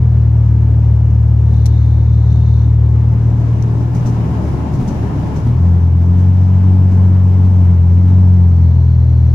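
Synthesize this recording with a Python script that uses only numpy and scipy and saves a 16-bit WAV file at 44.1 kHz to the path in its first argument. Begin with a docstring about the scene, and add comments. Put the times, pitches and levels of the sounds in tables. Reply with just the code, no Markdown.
"""Inside a V6 car cruising at night, low engine orders boom through the cabin over the noise of the tyres.
Soon small plastic parts tick and snap, a road joint thumps, and loose trim buzzes in step with the boom.
Midway the driver lifts off: the boom fades and an automatic gain brings tyre roar and bumps forward;
with some bumps come short booms that sink in pitch. Then the engine pulls again, a little faster,
and as its speed eases at the end a loose fastener sizzles."""
import sys
import numpy as np
from scipy import signal
from scipy.io import wavfile
from scipy.ndimage import uniform_filter1d, minimum_filter1d

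SR = 44100
rng = np.random.default_rng(int(sys.argv[2]) if len(sys.argv) > 2 else 0)


def digitize_waveform(pressure):
    """Quantize a signal to 16-bit integers and store it at the path in sys.argv[1].

    Rows of a 2-D input are taken as channels; values are limited to [-1, 1].
    """
    field = np.atleast_2d(pressure).T
    bounded = np.clip(field, -1, 1)
    quanta = np.round(bounded * 32767).astype(np.int16)
    wavfile.write(sys.argv[1], SR, quanta)


N = 411894

# likeness of the two channels: frequency_hz, correlation
COHERENCE = [(30, 0.9), (130, 0.89), (290, 0.88), (640, 0.45), (1300, 0.003), (2400, 0.0047), (6000, 0),
             (14000, 0)]
# balance of the cabin field: frequency_hz, left_minus_right_db
BALANCE = [(30, 3.5), (120, 0.5), (400, 1.8), (1200, 2.5), (2400, 3.5), (4400, 2), (7500, 8), (10000, -6),
           (15000, -1.5)]
# engine speed: time_s, crank_turns_per_s
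CRANK_SPEED = [(0.0, 39.37), (0.45, 37.72), (1.5, 37.67), (2.4, 38.23), (3.65, 38.35), (4.0, 40.45),
               (4.35, 37.21), (4.75, 37.37), (5.28, 35.18), (5.48, 39.31), (5.67, 43.85), (5.94, 42.14),
               (6.25, 46.05), (6.6, 46.34), (7.53, 46.18), (7.8, 43.12), (8.12, 46.13), (8.35, 45.09),
               (8.72, 41.49), (9.0, 40.33), (9.34, 39.39)]
# cruise, lift off, coast, pull again: time_s, load_db, second_order_extra_db
THROTTLE = [(0, 0.5, -2.5), (1.6, -0.4, 0), (2.85, 0.1, -1.5), (3.6, -6.5, -8), (4.08, -8.5, -11),
            (4.35, -17, 0.5), (5.38, -19, 0.5), (5.5, -4.5, -10), (5.66, -3, -1), (7.5, -3.5, 1),
            (8.3, -0.1, 0), (8.75, -0.5, 0), (9.34, -1, 1)]
# how pipe and cabin pass an engine order: pitch_hz, gain_db
BOOM_RESPONSE = [(74, -13), (84, -8.5), (92, -9), (114, -12), (123, -13), (132, -24), (150, -27),
                 (167, -26), (177, -19.5), (186, -22), (230, -30), (277, -24)]

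# spectra of body rumble, tyre roar and air hiss: frequency_hz, relative_density_db
RUMBLE_SPECTRUM = [(20, -10), (33, -5), (55, -6), (85, 3.5), (120, 5), (170, 3), (220, -5.5), (300, -11),
                   (420, -18), (650, -34.5)]
ROAR_SPECTRUM = [(250, -5.5), (420, 1), (540, -2), (720, 1.5), (880, -3.5), (1050, -4), (1250, -10.5),
                 (1600, -11), (2100, -16), (3000, -21.5), (4500, -30.5), (7000, -32.5)]
HISS_SPECTRUM = [(2500, -6.5), (4000, -4.5), (5200, 3), (6200, 2.5), (7500, -8), (10000, -7), (13000, -12),
                 (15500, -10.5)]
# resonances of the cabin air and the hollow tyres: pitch_hz, bandwidth_hz, relative_db
CABIN_MODES = [(167, 32, -0.5), (282.2, 53.8, -2), (409.7, 62.6, -8)]
TYRE_MODES = [(220, 20, -.5), (607, 24, -9), (741, 22, -9), (866, 28, -4.5), (965, 45, -9), (1075, 60, -12)]
# stretches of coarse asphalt: start_s, end_s, relative_db
COARSE_SPELLS = [(4.3, 5.7, 0), (7.3, 7.6, -2)]

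# light plastic contacts: peak_s, level_db
TICKS = [(1.105, -54), (2.133, -53), (2.326, -54), (3.624, -48), (6.055, -56)]
# one hard snap and its rebounds: peak_s, level_db, t60_s
SNAP = [(1.657, -31.5, .032), (1.662, -36, .025), (1.666, -46, .097)]
# road joints jolt the body and the plastic: peak_s, thump_db, rattle_db
BUMPS = [(1.528, -30, -57), (3.95, -26.5, -52), (4.061, -27, -50), (4.48, -31, -73), (4.737, -26.5, -55),
         (4.81, -26.5, -69), (4.878, -29.5, -51.5), (5.361, -30.5, -55), (5.47, -25.5, -61),
         (6.189, -31.5, -61.5), (6.92, -29, -63), (7.45, -29, -66), (8.086, -34.5, -63)]
# resonances of plastic, its hard crack and the body shell: pitch_hz, bandwidth_hz, relative_db
PLASTIC_MODES = [(4140, 230, -4), (5300, 1300, -4), (5940, 450, 4), (6650, 1100, -5), (8500, 2700, -17)]
CRACK_MODES = [(2070, 420, -2), (3900, 770, 2), (8400, 3000, -1.5), (12900, 9000, -5.5)]
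BODY_MODES = [(33, 13, 3.5), (122, 26, -5), (174.4, 28, -1.5), (243, 54, -2)]
# resonances of a loose panel and a fastener: pitch_hz, bandwidth_hz, relative_db
PANEL_MODES = [(3590, 100, 0), (3950, 300, -4), (4280, 300, -6.5), (6050, 450, -12.5)]
FASTENER_MODES = [(3430, 70, -4), (4000, 130, 0), (4370, 280, -2), (5745, 160, -5), (5940, 160, -5)]
# spells in which each buzzes: start_s, end_s, relative_db
PANEL_SPELLS = [(1.57, 1.8, 0), (1.8, 2.3, -2.5), (2.3, 2.37, 1.5), (2.46, 2.6, .5)]
FASTENER_SPELLS = [(8.75, 9.34, 0)]
# short low booms at bumps: middle_s, half_length_s, pitch_hz, fall_octaves_per_s, level_db
FALLING_BOOMS = [(4.794, 0.085, 128, 2.6, -22.5), (5.389, 0.075, 152, 2.7, -31),
                 (5.469, 0.037, 117, 1, -27)]

STRONG_ORDERS, WEAK_ORDERS = (2, 3, 4), (5, 6)  # multiples of the crank speed
LATE_ABOVE_HZ, LATE_S = 108, .006  # orders above the main boom reach the seat later
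RUMBLE_DB, CABIN_DB, ROAR_DB, TREAD_DB, COARSE_DB, HISS_DB = -27.5, -36.5, -42.5, -46.5, -53.5, -65.5
RATTLE_CRACK_DB, TICK_CRACK_DB, SNAP_CRACK_DB = -10, -8, -1  # relative to each contact


def from_db(db):
    """Amplitude grows tenfold for every 20 dB."""
    return 10 ** (np.asarray(db) / 20)


def unit_power(x):
    """Division by the RMS value gives unit power."""
    return x / np.sqrt(np.mean(x ** 2) + 1e-20)


def in_time(rows):
    """Linear interpolation gives each column of a curve at every sample."""
    times_s, *columns = np.transpose(rows)
    return [np.interp(np.arange(N) / SR, times_s, column) for column in columns]


def at_hz(points, hz):
    """Interpolation reads a spectrum on a log-frequency axis."""
    frequencies_hz, values = np.transpose(points)
    return np.interp(np.log(hz), np.log(frequencies_hz), values)


def drift(rate_hz):
    """Low-pass filtered noise wanders with unit spread."""
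    step, settling = 40, 2000
    pole = np.exp(-2 * np.pi * rate_hz * step / SR)
    white = rng.standard_normal(N // step + settling + 2)
    slow = signal.lfilter([1], [1, -2 * pole, pole * pole], white)[settling:]
    return np.interp(np.arange(N) / step, np.arange(len(slow)), unit_power(slow))


def pan(left_db):
    """A level difference between the channels places a sound to one side."""
    return from_db(np.array([[left_db], [-left_db]]) / 2)


def diffuse_field(mid, side, hz):
    """A diffuse field is coherent at two nearby points in the bass, incoherent in the treble."""
    alike = at_hz(COHERENCE, hz)
    pair = np.sqrt(1 + alike) * mid + np.sqrt(1 - alike) * side * [[1], [-1]]
    return pair * pan(at_hz(BALANCE, hz))


def resonate(x, hz, width_hz):
    """A damped resonator passes one band, with unit gain at its peak."""
    radius = np.exp(-np.pi * width_hz / SR)
    feedback = [1, -2 * radius * np.cos(2 * np.pi * hz / SR), radius ** 2]
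    return signal.lfilter(np.array([1, 0, -1]) * (1 - radius ** 2) / 2, feedback, x + 1e-18)


def shaken(modes, force):
    """Modal superposition: a random force of the given strength rings a set of modes."""
    drive = force * rng.standard_normal((2, N))
    out, power = 0, 0
    for k, (hz, width_hz, db) in enumerate(modes):
        mid, side = resonate(drive, hz, width_hz)
        out = out + (-1) ** k * from_db(db) * diffuse_field(mid, side, hz)
        power += from_db(db) ** 2 * np.pi * width_hz / SR
    return out / np.sqrt(power)


def turbulence(spectrum, patchy_db, flutter_hz):
    """Random modulation swells twelve noise bands, singly and together; the mid has unit power."""
    edges = np.geomspace(spectrum[0][0], spectrum[-1][0], 13)
    together = drift(flutter_hz)
    white = rng.standard_normal((2, 2, N))
    out = 0
    for k, (low, high) in enumerate(zip(edges, edges[1:])):
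        bandpass = signal.butter(2, [low, high], "band", fs=SR, output="sos")
        mid, side = signal.sosfilt(bandpass, white[k % 2])
        hz = np.sqrt(low * high)
        swell_db = patchy_db * (together / 2 + drift(flutter_hz))
        out = out + from_db(at_hz(spectrum, hz) + swell_db) * diffuse_field(mid, side, hz)
    return out / np.std(out.mean(axis=0))


def spells(rows, level_db, fade_db_per_s):
    """An envelope holds through each spell and falls exponentially on either side."""
    t = np.arange(N) / SR
    each_db = [db - fade_db_per_s * np.abs(t - np.clip(t, start, end)) for start, end, db in rows]
    return from_db(level_db + np.maximum(np.max(each_db, axis=0), -100))


def knock(peak_s, level_db, rise_s, t60_s):
    """A contact force grows exponentially, 20 dB in rise_s, then decays 60 dB in t60_s."""
    age = np.arange(N) / SR - peak_s
    shape_db = np.minimum(20 * age / rise_s, -60 * age / t60_s)
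    return from_db(level_db + np.maximum(shape_db, -200))


def exhaust(crank, uneven_db=0.67, weak_db=-14.5, waver_db=2.5):
    """Forced resonance: crank harmonics slide through the cabin's boom and beat once a turn."""
    speed, = in_time(CRANK_SPEED)
    load_db, second_db = in_time(THROTTLE)
    out = 0
    for order in STRONG_ORDERS + WEAK_ORDERS:
        hz = order * speed
        own_db = uneven_db * drift(34) if order in STRONG_ORDERS else weak_db + waver_db * drift(3.6)
        level_db = at_hz(BOOM_RESPONSE, hz) + load_db + second_db * (order == 2) + own_db
        lag = 2 * np.pi * LATE_S * np.maximum(hz - LATE_ABOVE_HZ, 0)
        out = out + from_db(level_db) * np.cos(order * crank - lag)
    return np.sqrt(2) * out * pan(1.6)


def road():
    """Broadband excitation: tyres shake body and cabin air, roar and ring; air hisses on the windows."""
    rumble = from_db(RUMBLE_DB) * turbulence(RUMBLE_SPECTRUM, patchy_db=1.0, flutter_hz=13)
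    cabin = shaken(CABIN_MODES, from_db(CABIN_DB))
    roar = from_db(ROAR_DB) * turbulence(ROAR_SPECTRUM, patchy_db=1.07, flutter_hz=11)
    coarse = spells(COARSE_SPELLS, COARSE_DB, fade_db_per_s=16.5)
    ring = shaken(TYRE_MODES, from_db(TREAD_DB) + coarse)
    hiss = from_db(HISS_DB) * turbulence(HISS_SPECTRUM, patchy_db=1.3, flutter_hz=13)
    return rumble + cabin + roar + ring + hiss


def plastic_parts(grain_db=2.5):
    """Friction: each tick, rattle and snap is a cluster of tiny slips; hard contact adds a wide crack."""
    slips = from_db(grain_db * drift(250))
    tick = sum(knock(s, db, rise_s=.002, t60_s=.049) for s, db in TICKS)
    rattle = sum(knock(s, db, rise_s=.0059, t60_s=.29) for s, _, db in BUMPS)
    snap = sum(knock(s, db, rise_s=.0005, t60_s=t60_s) for s, db, t60_s in SNAP)
    hard = tick * from_db(TICK_CRACK_DB) + rattle * from_db(RATTLE_CRACK_DB)
    hard += snap * from_db(SNAP_CRACK_DB)
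    ring = shaken(PLASTIC_MODES, slips * (tick + rattle + snap))
    crack = shaken(CRACK_MODES, slips * hard)
    return (ring + crack) * pan(1.5)


def bumps():
    """Impact excitation: road joints thump the low modes of the body shell."""
    force = sum(knock(s, db, rise_s=.04, t60_s=.25) for s, db, _ in BUMPS)
    return shaken(BODY_MODES, force)


def trim_buzz(crank, panel_bite=0.51, fastener_bite=0.4):
    """Periodic contact: once in each swing of the second order a panel slaps or a fastener sizzles."""
    swing = np.cos(2 * crank)
    slaps = unit_power(np.exp(panel_bite * swing))
    slaps *= spells(PANEL_SPELLS, level_db=-55.5, fade_db_per_s=90.5)
    sizzle = unit_power(np.exp(fastener_bite * swing))
    sizzle *= spells(FASTENER_SPELLS, level_db=-61.5, fade_db_per_s=12)
    return (shaken(PANEL_MODES, slaps) + shaken(FASTENER_MODES, sizzle)) * pan(1.8)


def falling_booms():
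    """Gaussian tone bursts: short low booms sink in pitch as bumps jolt the car body."""
    out = 0
    for middle_s, half_s, hz, fall, db in FALLING_BOOMS:
        age = np.clip(np.arange(N) / SR - middle_s, -1, 1)
        envelope = from_db(db) * np.exp(-(age / half_s) ** 2)
        pitch_hz = hz * 2 ** (-fall * age)
        out = out + envelope * np.sin(2 * np.pi * np.cumsum(pitch_hz) / SR)
    return np.sqrt(2) * out * pan(1.6)


def automatic_gain(x, full_db=8, threshold_db=-14, cut_share=0.65, recovery_db_per_s=22.5, smooth_s=.08):
    """Compression: the boom's positive peaks hold the gain down; as they fade it lifts all the rest."""
    peak_db = 20 * np.log10(np.maximum(x.mean(axis=0), 1e-9))
    recovery_db = recovery_db_per_s * np.arange(N) / SR
    held_db = np.maximum.accumulate(peak_db + recovery_db) - recovery_db
    gain_db = full_db - cut_share * np.maximum(held_db - threshold_db, 0)
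    window = int(smooth_s * SR)
    lowest_db = minimum_filter1d(gain_db, size=window)
    return from_db(uniform_filter1d(lowest_db, size=window))


def scene():
    """Superposition: engine, road and cabin fittings add at the driver's seat."""
    speed, = in_time(CRANK_SPEED)
    crank = 2 * np.pi * np.cumsum(speed) / SR  # angle in radians
    return exhaust(crank) + road() + plastic_parts() + bumps() + trim_buzz(crank) + falling_booms()


def record(dry):
    """Compression rides the boom, saturation rounds the highest peaks and a low-pass cuts the top."""
    fade_in_s, cutoff_hz = .006, 15500
    fade_in = np.minimum(np.arange(N) / SR / fade_in_s, 1)
    loud = dry * automatic_gain(dry) * fade_in
    rounded = loud / (1 + loud ** 16) ** (1 / 16)
    lowpass = signal.ellip(8, .05, 50, cutoff_hz, fs=SR, output="sos")
    return signal.sosfiltfilt(lowpass, rounded)


dry = scene()
out = record(dry)
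digitize_waveform(out)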